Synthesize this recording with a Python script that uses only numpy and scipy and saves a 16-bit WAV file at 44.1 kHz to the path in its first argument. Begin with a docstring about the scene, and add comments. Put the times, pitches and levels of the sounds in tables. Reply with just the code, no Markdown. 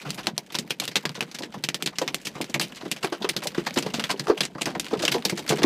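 """Hail hammers a parked car in heavy rain, heard from a seat inside.
On the glass each stone is a short click plus a grainy noise tail of several decays, in third-octave bands.
Rain patter shares those bands as random drops, over a lumpy low-noise rumble of the body.
Thuds on the roof sheet are a compact knock plus a bank of decaying low modes.
A small microphone thins the bass, rounds off the loudest blows and cuts the top."""
import sys
import numpy as np
from scipy import signal
from scipy.io import wavfile
from scipy.ndimage import uniform_filter1d

SR = 44100
rng = np.random.default_rng(int(sys.argv[2]) if len(sys.argv) > 2 else 0)


def output_pcm(signal):
    """Save a mono or channel-first signal as 16-bit PCM at the path in sys.argv[1].

    Samples are clipped to [-1, 1] before scaling.
    """
    pcm = np.clip(np.atleast_2d(signal).T, -1, 1) * 32767
    wavfile.write(sys.argv[1], SR, np.round(pcm).astype(np.int16))


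N = 249165

# Stones on the glass, strong and faint, each at its listed time;
# body is the low part of a crack, click its first tick, both relative to the crack:
# start_s, crack_db, body_db, spot_ring_hz, click_db
GLASS_STONES = [(0.053, -39.5, 15.5, 1740, 1), (0.074, -40.5, 9, 2240, 1), (0.1048, -32, -21, 4200, 20.5),
                (0.145, -43, -35, 4530, 16), (0.022, -50, 5, 2900, 15), (0.244, -47, -2, 4000, 15),
                (0.181, -36.5, 7, 2200, -7), (0.2589, -42, -9, 2700, 14), (0.2696, -22, 7.5, 3600, 22),
                (0.379, -29.5, -22, 4300, 22), (0.463, -50, -15, 3000, 4), (.502, -45.5, 9, 3020, 11),
                (0.522, -34.5, -11, 3620, 4), (0.5448, -30, 3, 3020, 10), (0.5507, -23.5, -5, 3400, 4),
                (0.5865, -24.5, -15, 3950, 12.5), (0.7, -39, 0, 3800, -3), (0.7063, -24, -6, 3000, 15.5),
                (0.7994, -25.5, -11, 3420, 13.5), (0.8177, -34.5, 8, 3260, -3), (0.8378, -29, -12, 3100, 3),
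                (0.8538, -47, -13, 4140, 30), (0.8779, -27, -9, 3520, 13), (0.9142, -36, 1, 2110, 5),
                (0.9565, -17.5, -4, 3200, 15), (0.9668, -25, -2, 3450, 18.5),
                (1.0536, -24, 0.5, 2200, 15.5), (1.093, -38, 6, 3700, 20.5), (1.153, -34.5, 4.5, 5270, -1),
                (1.207, -25.5, 2, 2670, 16), (1.226, -33, 4, 2800, 18), (1.29, -51, -2, 3000, -3),
                (1.313, -38, -2, 4670, 4), (1.347, -30, -8, 2200, 3.5), (1.3865, -31.5, -10, 3580, 9),
                (1.422, -36.5, 5, 4200, 12), (1.433, -32.5, 1, 3160, 2), (1.541, -41, 11, 2340, 0),
                (1.638, -21.5, -11, 4180, 11), (1.688, -25, -4, 3300, 19.5), (1.7443, -24.5, -8, 3900, 16),
                (1.805, -45.5, 11, 2960, -5), (1.824, -28.5, -28, 3120, 20), (1.8603, -21.5, -12, 3940, 4),
                (1.874, -28, 0, 3460, 18), (1.929, -50.5, 17, 1980, 10), (1.9577, -45.5, -2, 3000, -6),
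                (1.985, -25, -2, 4850, 18.5), (2.016, -26.5, 5, 2920, 3.5),
                (2.0775, -24.5, 3.5, 2920, 12.5), (2.1448, -29, -34, 3200, 23.5),
                (2.1843, -55, -20, 4000, 12), (2.215, -49.5, -36, 3000, 6), (2.2537, -30, -16, 3050, 2),
                (2.269, -26, -7, 2620, 6), (2.354, -38.5, 14.5, 2610, 0.5), (2.413, -27.5, -14, 3000, 13),
                (2.4428, -39.5, -10, 2910, 18), (2.497, -39, -18, 5120, 6), (2.542, -20, 1, 3260, 10.5),
                (2.5966, -21.5, -5, 4440, 8), (2.6124, -20.5, -12, 2520, 8), (2.6284, -29.5, -7, 4220, -9),
                (2.682, -56, -30, 6000, 18), (2.6953, -52, 13, 2500, -5), (2.748, -47, -10, 4800, 14),
                (2.759, -45, -23, 4480, 11), (2.767, -41, 1, 3600, -6), (2.811, -41, 12.5, 3000, -9),
                (2.853, -41.5, 11, 2010, -5), (2.8803, -48, -5, 3480, 15), (2.9142, -21, -11, 3130, 7),
                (2.963, -35, -1, 2380, 9), (3.0106, -51, -8, 2800, -1), (3.031, -26.5, 6, 2520, -0.5),
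                (3.046, -25.5, -2.5, 2010, 12.5), (3.125, -32, 12.5, 1730, -9), (3.223, -33, 4.5, 4000, -1),
                (3.2445, -30.5, 14, 3040, 3), (3.29, -19, -9, 2110, 4.5), (3.365, -24, -1, 3680, 11),
                (3.422, -38.5, 13, 3150, -7), (3.334, -42, 10, 2930, 4), (3.436, -30, -24, 1780, 3),
                (3.4709, -24, -20, 4200, 13), (3.5471, -34, 10.5, 2020, 10.5), (3.5782, -35, 9.5, 1700, -8),
                (3.666, -24.5, 7.5, 2140, 3), (3.74, -38.5, -31, 5300, 4), (3.762, -30.5, 9, 4000, -3),
                (3.774, -22, 5.5, 3000, 3), (3.7864, -25.5, -25, 3170, 16), (3.8253, -27, -3, 3800, 7),
                (3.8635, -31, 7, 1940, 3), (3.9405, -26, -2, 2770, -10), (3.9775, -41, 11, 3000, -4),
                (3.996, -23.5, 1, 2900, 12), (4.0391, -22.5, 0, 3600, 11), (4.0948, -27, 7.5, 2500, 2),
                (4.1036, -22.5, 2, 2560, 14), (4.111, -25.5, -11, 4500, 4), (4.195, -26, -2, 4470, 6),
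                (4.2418, -41.5, 3, 5000, -6), (4.2703, -38, 11, 1300, 20.5), (4.283, -32, 11.5, 2650, -8),
                (4.298, -30, 21, 1800, 3), (4.376, -30.5, -2, 2650, 2), (4.4063, -18, -3, 3260, 8),
                (4.432, -27.5, -2, 3300, 1.5), (4.4522, -30, -1.5, 4900, 19), (4.5505, -48, 22, 2030, 14),
                (4.5813, -41.5, 17, 2120, 5), (4.612, -29, -10, 3000, 3), (4.6169, -23.5, -8, 3460, 10),
                (4.6565, -24.5, -2, 4100, 10), (4.669, -31.5, 11.5, 1700, -5), (4.702, -41.5, 8, 1700, -5),
                (4.7504, -35.5, 17.5, 2120, 8), (4.797, -25, -18, 4200, 15), (4.8302, -51, -10, 2800, 17),
                (4.854, -43, -13, 2600, 8), (4.8658, -38, 3, 2960, 14), (4.883, -42, -8, 2780, 8),
                (4.911, -40, 9.5, 2500, -6), (4.9337, -35, 13.5, 1760, 1.5), (4.972, -41, 1, 3000, 6),
                (4.995, -34, 3, 1950, -9), (5.025, -24.5, 1, 4230, -16), (5.0514, -19, -4, 4030, 8),
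                (5.079, -18.5, -3, 2700, 10), (5.118, -19, -6.5, 3520, 2), (5.142, -29, 2, 4130, -4),
                (5.2084, -57, -8, 3500, 6), (5.2509, -16.5, -15.5, 4700, 5), (5.2967, -22, -10, 1700, 3.5),
                (5.3763, -27, -4, 1790, 2), (5.3923, -34, -12, 3620, 7), (5.478, -33, 6, 4000, 6),
                (5.4921, -20.5, -15, 3080, 1.5), (5.506, -25, 10, 3180, 5), (5.5218, -28.5, 10, 1650, 1.5),
                (5.557, -40, -26, 3250, 7), (5.585, -30.5, 8, 2110, 1.5), (5.619, -33, 14, 3000, 8),
                (5.632, -19.5, 3, 2870, 8)]
# Stones on the roof; boom (lowest modes) and knock (highest modes) are relative to the thud:
# start_s, thud_db, boom_db, knock_db, spot_ring_hz
ROOF_STONES = [(.0575, -44.5, 11, 1, 239), (.075, -33, 5, -6, 264), (.155, -49, 12.5, -15, 240),
               (.268, -33.5, -3, -7, 354), (.332, -50.5, 17, -15, 246), (.378, -40, -24, 4.5, 586),
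               (.5468, -43, -4, 11, 242), (.592, -36.5, 2, -28, 231), (.7054, -33.5, -16, -24, 442),
               (.8199, -32, -29, -7, 286), (.886, -37, 1.5, -10, 245), (.9537, -35.5, -20, -35, 428),
               (1.038, -46, -5, 7, 500), (1.052, -33.5, 4, -24, 405), (1.095, -38.5, 8, -11, 299),
               (1.1773, -36, -5, -6, 430), (1.2209, -34, 0, -4, 477), (1.4047, -31.5, -18, -5.5, 380),
               (1.433, -33.5, -36, -20, 314), (1.542, -37.5, 2.5, 1.5, 965), (1.57, -37, 4, -17, 246),
               (1.685, -35, -28, -38, 236), (1.8214, -33, -2, -13, 400), (2.0152, -20, -38, -0.5, 502),
               (2.1411, -35, -25, -3, 400), (2.3551, -37, 0, -19, 403), (2.3808, -40, -15, -2, 276),
               (2.403, -26.5, -4.5, -5, 313), (2.5571, -27, -1.5, -5, 226), (2.8309, -32.5, -9.5, -13, 291),
               (2.857, -29, -7, -19, 288), (3.0407, -22.5, -39, 0.5, 373), (3.1218, -23.5, -43, -3, 331),
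               (3.2124, -31.5, -4, -6, 216), (3.2434, -20.5, -48, -6, 363), (3.3618, -27.5, -8, -31, 257),
               (3.4552, -33.5, -7, 2.5, 595), (3.5788, -22.5, -6, -11, 350), (3.7675, -16, -11, -24, 272),
               (3.8462, -35, 7, -9, 375), (3.8618, -27, -9, -2.5, 447), (3.9385, -33, -2, 2.5, 230),
               (3.9831, -23, -10, -27, 228), (4.0959, -31, -16, 2, 295), (4.139, -31, -15, -5, 390),
               (4.2016, -34, 3.5, -22, 350), (4.277, -20.5, -29, -23, 336), (4.297, -11.5, -49, -13.5, 405),
               (4.372, -38, -25, -2, 580), (4.405, -42.5, 12.5, -5, 241), (4.4312, -47, -10, -13, 460),
               (4.5523, -33, -2, -6, 314), (4.6111, -39, -2, 8.5, 290), (4.669, -22.5, -8, -4, 265),
               (4.7583, -30.5, 1, -7, 313), (4.8532, -39, -6, -13, 293), (4.9109, -32, -25, -2, 350),
               (4.9299, -16.5, -56, -22, 416), (4.999, -25.5, -33, -14, 341), (5.0359, -23, -27, -7, 570),
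               (5.0826, -36, 6, -6, 290), (5.144, -18.5, -34, -4, 359), (5.16, -28, -19, -1, 466),
               (5.2527, -26.5, -20, -5, 330), (5.3228, -27, 0.5, -7, 342), (5.387, -33, -27, -3, 330),
               (5.5018, -23.5, 2, -5.5, 426), (5.5216, -18, -37, -9.5, 425), (5.535, -23.5, -2.5, -11, 375),
               (5.5828, -21, -39, -33, 330), (5.6195, -22, -29, -4, 380), (5.6403, -11, -43, -23, 341.5)]
# Ebb and flow of the rain: time_s, patter_db, rumble_db
RAIN_LEVELS = [(0.0, -35, -35), (0.2, -39.5, -30), (0.45, -48.5, -45.5), (0.65, -45, -34), (0.99, -40, -43),
               (1.45, -45.5, -38), (1.9, -49, -39.5), (2.41, -38.5, -33.5), (3.13, -42.5, -38),
               (3.27, -43.5, -36), (3.7, -34.5, -32.5), (4.0, -35.5, -30.5), (4.47, -45.5, -38.5),
               (5.19, -38, -25.5), (5.33, -37, -38), (5.65, -32, -25)]
# Modes of the roof sheet and cabin: pitch_hz, level_db, t60_s
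SHEET_MODES = [(127.6, -1, 0.25), (145.2, 11, 0.17), (168, 5.5, 0.15), (201, 7, 0.13), (176, 5.5, 0.15),
               (229.2, 2, 0.11), (255.6, -10.5, 0.097), (281, -4, 0.16), (314.4, -1.5, 0.085),
               (343, -3, 0.15), (369.8, -7.5, 0.1154), (391.6, -6, 0.14), (424.7, -4, 0.15),
               (469.3, -3, 0.123), (516, -2.5, 0.092), (539, -9.5, 0.041), (593, 0, 0.086), (621, 0, 0.042),
               (694, 3, 0.08), (781, 2, 0.064), (866, 2, 0.077), (936, -4.5, 0.052), (980, 1.5, 0.075),
               (1107, 0, 0.044), (353, -4, 0.063)]
# Colour of a crack: pitch_hz, density_db (per Hz)
CRACK_COLOUR = [(600, -1.5), (1300, -2), (1900, 0.5), (2600, 0), (4000, -1), (5600, 0.5), (7500, 4.5),
                (10500, -3.5), (15000, -10)]
# How fast the main tail of a crack dies in the padded cabin: pitch_hz, t60_s
CRACK_DECAY = [(700, 0.072), (1800, 0.082), (4800, 0.072), (9000, 0.059), (14000, 0.078)]
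# Colour of the rain patter: pitch_hz, density_db (per Hz)
PATTER_COLOUR = [(240, -30), (400, 2), (800, -17.5), (1300, -9), (2710, -7.5), (3970, -12), (5230, -15.5),
                 (14100, -29), (15500, -25)]
# Colour of the body rumble: pitch_hz, density_db (per Hz)
RUMBLE_COLOUR = [(25, -16), (45, 27.5), (75, 8.5), (120, 5), (185, 10.5), (300, 2), (430, -3), (900, -9.5)]

MIC_LOW_CUT_HZ, MIC_TOP_CUT_HZ = 186.6, 16450
CEILING = 0.48   # sample height the overload approaches
DIRECT_DB = 4   # gain of the straight path from glass to microphone
PANE_DB, DROP_DB = 6, 6.5   # how strongly stones and raindrops feed each band of the cabin
MODE_SHARE_DB = -7.5   # share of a blow that one mode takes
# the more body a crack has, the less treble: dB over the crack, and dB lost per dB of body
TREBLE_DB, TREBLE_LOSS_PER_BODY = -11.5, 0.29
RANDOM_STONE_DB, RANDOM_SPREAD_DB = -1, 2.5   # random stones: level over the patter, and its spread
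KNOCK_DB = 12   # compact knock of the denting sheet, over the thud
TICK_DB = 10   # sharp first tick of a raindrop, over its patter
SPOT_DB = 2.0   # spread of crack colour from spot to spot
CLUMP_DB = 2.6   # unevenness of the grain in the tails
SWELL_LEAD_S = 0.004   # a swelling crack starts this long before its listed time


def from_db(db):
    """Turn dB into gain."""
    return 10 ** (np.asarray(db) / 20)


def rms_one(x):
    """Scale to rms 1."""
    return x / np.sqrt(np.mean(x ** 2) + 1e-20)


def at_hz(points, hz):
    """Read (Hz, value) points on a log-frequency axis."""
    points = np.array(points)
    return np.interp(np.log(hz), np.log(points[:, 0]), points[:, 1])


def train(seconds, sizes):
    """Place clicks of the given sizes at the given times, over a negligible floor."""
    out = np.full(N, 1e-18)
    np.add.at(out, np.clip((seconds * SR).astype(int), 0, N - 1), sizes)
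    return out


def dying(power, t60):
    """Power left behind by each click, falling 60 dB in t60 seconds."""
    return signal.lfilter([1], [1, -from_db(-120 / (t60 * SR))], power)


def bands(low_hz, count):
    """Third-octave band-passes: (centre Hz, filter)."""
    edges = low_hz * 2 ** (np.arange(count + 1) / 3)
    return [(np.sqrt(a * b), signal.butter(2, [a, b], "band", fs=SR, output="sos"))
            for a, b in zip(edges, edges[1:])]


def clicks(s, hz, size, cycles, rise):
    """Direct sound of each stone: a few cycles of ring (rise 0 at once, 1 swelling), one echo off the dashboard."""
    out, t = np.zeros(N + 800), np.arange(800) / SR
    for start, pitch, height in zip((s * SR).astype(int), hz, size):
        age = t * pitch / cycles
        out[start:start + len(t)] += height * np.sin(2 * np.pi * pitch * t) * age ** rise * np.exp(-age)
    lag = int(0.001477 * SR)
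    out[lag:] += 0.2 * out[:-lag].copy()
    return out[:N]


def random_stones(patter_db, count):
    """More glass stones at random times, their strength following the patter level at that moment."""
    when, chance = rng.uniform(0, N - 1, count), rng.standard_normal((count, 4))
    crack_db = patter_db[when.astype(int)] + RANDOM_STONE_DB + RANDOM_SPREAD_DB * chance[:, 0]
    body_db = -3 + 7 * chance[:, 1]
    ring_hz = 2800 * 2 ** (0.19 * chance[:, 2])
    click_db = 9 + 3 * chance[:, 3]
    return np.column_stack([when / SR, crack_db, body_db, ring_hz, click_db])


def glass(patter_db):
    """A stone gives a click and a grainy tail of reflections, coloured by the spot; raindrops share the grain."""
    stones = np.vstack([GLASS_STONES, random_stones(patter_db, count=14)])
    s, crack_db, body_db, ring_hz, click_db = stones.T
    treble_db = TREBLE_DB - TREBLE_LOSS_PER_BODY * body_db
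    white, spot = rng.standard_normal((2, N)), rng.standard_normal((len(s), 16))
    # reflections and ice splinters arrive in clumps under a millisecond long
    clumps = rms_one(uniform_filter1d(rng.standard_normal(N), size=25))
    white = rms_one(white * from_db(CLUMP_DB * clumps))
    sign = np.sign(spot[:, -1])
    click_size = sign * from_db(crack_db + click_db + DIRECT_DB)
    out = clicks(s + 0.0004, ring_hz, click_size, cycles=0.6, rise=0)
    # the weaker the first click, the more the stone counts as out of sight
    hidden = np.clip((4 - click_db) / 6, 0, 1)
    drop_s = rng.uniform(0, N / SR, 1600)
    drop_db = 4.5 * np.minimum(rng.exponential(1, 1600), 3.5)
    drop_colour = rng.standard_normal((1600, 15))
    for k, (hz, band) in enumerate(bands(503.0, count=15)):
        body_tilt_db = at_hz([(1150, 1), (2300, 0)], hz) * body_db
        treble_tilt_db = at_hz([(5000, 0), (7000, 1)], hz) * treble_db
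        colour_db = at_hz(CRACK_COLOUR, hz) + SPOT_DB * spot[:, k]
        size = from_db(crack_db + body_tilt_db + treble_tilt_db + colour_db + PANE_DB)
        spot_boost = from_db(6.0) * np.exp(-(np.log2(hz / ring_hz) / 0.37) ** 2)
        t60 = at_hz(CRACK_DECAY, hz)
        power = dying(train(s, (1 - hidden) * size ** 2), t60)
        # out of sight, the tail arrives by reflections and swells over some ms
        swell = dying(train(s - SWELL_LEAD_S, hidden * size ** 2), 0.1)
        power += dying(swell, t60) * 280 / SR
        # bands near the pitch of the struck spot stand out briefly over the broad tail
        power += dying(train(s, (1 - hidden / 2) * (size * spot_boost) ** 2), 0.045)
        # the stone splinters brightly as it lands
        splinter = size * from_db(click_db - 14 + 3 * np.log2(hz / 3000))
        power += dying(train(s, splinter ** 2), 0.007)
        # a weak noise tail under the crack
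        power += dying(train(s, (size * from_db(-29)) ** 2), 0.077)
        # each drop is a sharp tick and a short tail, over a steady wash
        drop = train(drop_s, from_db(drop_db + 4.0 * drop_colour[:, k]) ** 2)
        drops = dying(drop, 0.6 * t60) + dying(drop * from_db(TICK_DB), 0.006)
        rain_gain = from_db(patter_db + at_hz(PATTER_COLOUR, hz) + DROP_DB)
        rain = rain_gain * rms_one(np.sqrt(drops + 0.9))
        snap = train(s + 0.0003, sign * size * from_db(click_db - 6 + 2.9 * np.log2(hz / 3000)))
        out += signal.sosfilt(band, white[k % 2] * np.sqrt(power + rain ** 2) + snap)
    return out


def rumble(level_db):
    """Rain over the whole body keeps the low panels moving: a lumpy low noise."""
    white, out = rng.standard_normal((2, N)), 0
    # about 60 random pushes a second over a steady floor
    pushes = (rng.random(N) < 60 / SR) * np.minimum(rng.exponential(1, N), 1.8) ** 2
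    lumps = np.sqrt(dying(pushes, 0.1) + 0.14)
    for k, (hz, band) in enumerate(bands(25.3, count=16)):
        out = out + from_db(at_hz(RUMBLE_COLOUR, hz)) * signal.sosfilt(band, white[k % 2] * lumps)
    return from_db(level_db) * rms_one(out)


def ring(clicks, hz, t60):
    """A two-pole resonator: a unit click sets a sine of height about 1 ringing."""
    r, w = from_db(-60 / (t60 * SR)), 2 * np.pi * hz / SR
    return signal.lfilter([0, np.sin(w)], [1, -2 * r * np.cos(w), r * r], clicks)


def roof():
    """Stones strike every mode of the sheet with varied strength; glass stones shake the same modes weakly."""
    # through the frame: start, weaker thud, boom, knock, ring
    on_glass = [(s, crack_db - 10.5, -4.0, -8.0, 300) for s, crack_db, *rest in GLASS_STONES]
    s, thud_db, boom_db, knock_db, ring_hz = np.transpose(list(ROOF_STONES) + on_glass)
    struck = len(ROOF_STONES)
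    knock_size = from_db(thud_db[:struck] + KNOCK_DB)
    out = clicks(s[:struck], ring_hz[:struck], knock_size, cycles=0.75, rise=1)
    spot = rng.standard_normal((len(s), len(SHEET_MODES), 2))
    for k, (hz, level_db, t60) in enumerate(SHEET_MODES):
        boom_tilt_db = at_hz([(215, 1), (250, 0)], hz) * boom_db
        knock_tilt_db = at_hz([(570, 0), (630, 1)], hz) * knock_db
        ring_db = 10.4 * np.exp(-(np.log2(hz / ring_hz) / 0.08) ** 2)
        blow_db = thud_db + boom_tilt_db + knock_tilt_db + ring_db
        size = from_db(blow_db + level_db + MODE_SHARE_DB + 2.77 * spot[:, k, 0])
        late = 0.0012 + 0.01212 * t60 * np.abs(spot[:, k, 1])
        # most modes start with the same sign, as one push, and then drift apart
        push = np.sign(spot[:, k, 1] + 0.7)
        out += ring(train(s + late, size * push), hz, t60)
    return out


def scene():
    """Glass, rumble and roof summed at one microphone."""
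    s, *levels = np.transpose(RAIN_LEVELS)
    patter_db, rumble_db = (np.interp(np.arange(N) / SR, s, level) for level in levels)
    return (glass(patter_db) + rumble(rumble_db) + roof())[None]


def record(dry):
    """A small microphone thins the bass, the input overloads at a firm ceiling, the top is cut."""
    low_cut = signal.butter(3, MIC_LOW_CUT_HZ, "high", fs=SR, output="sos")
    thin = signal.sosfilt(low_cut, dry)
    # the capsule gives a little more one way, so loud blows leave a faint sub-bass bump
    thin = thin + 0.066 * thin ** 2
    held = thin / (1 + (thin / CEILING) ** 6) ** (1 / 6)
    top_cut = signal.cheby2(10, 60, MIC_TOP_CUT_HZ, fs=SR, output="sos")
    return signal.sosfilt(top_cut, held)


dry = scene()
out = record(dry)
output_pcm(out)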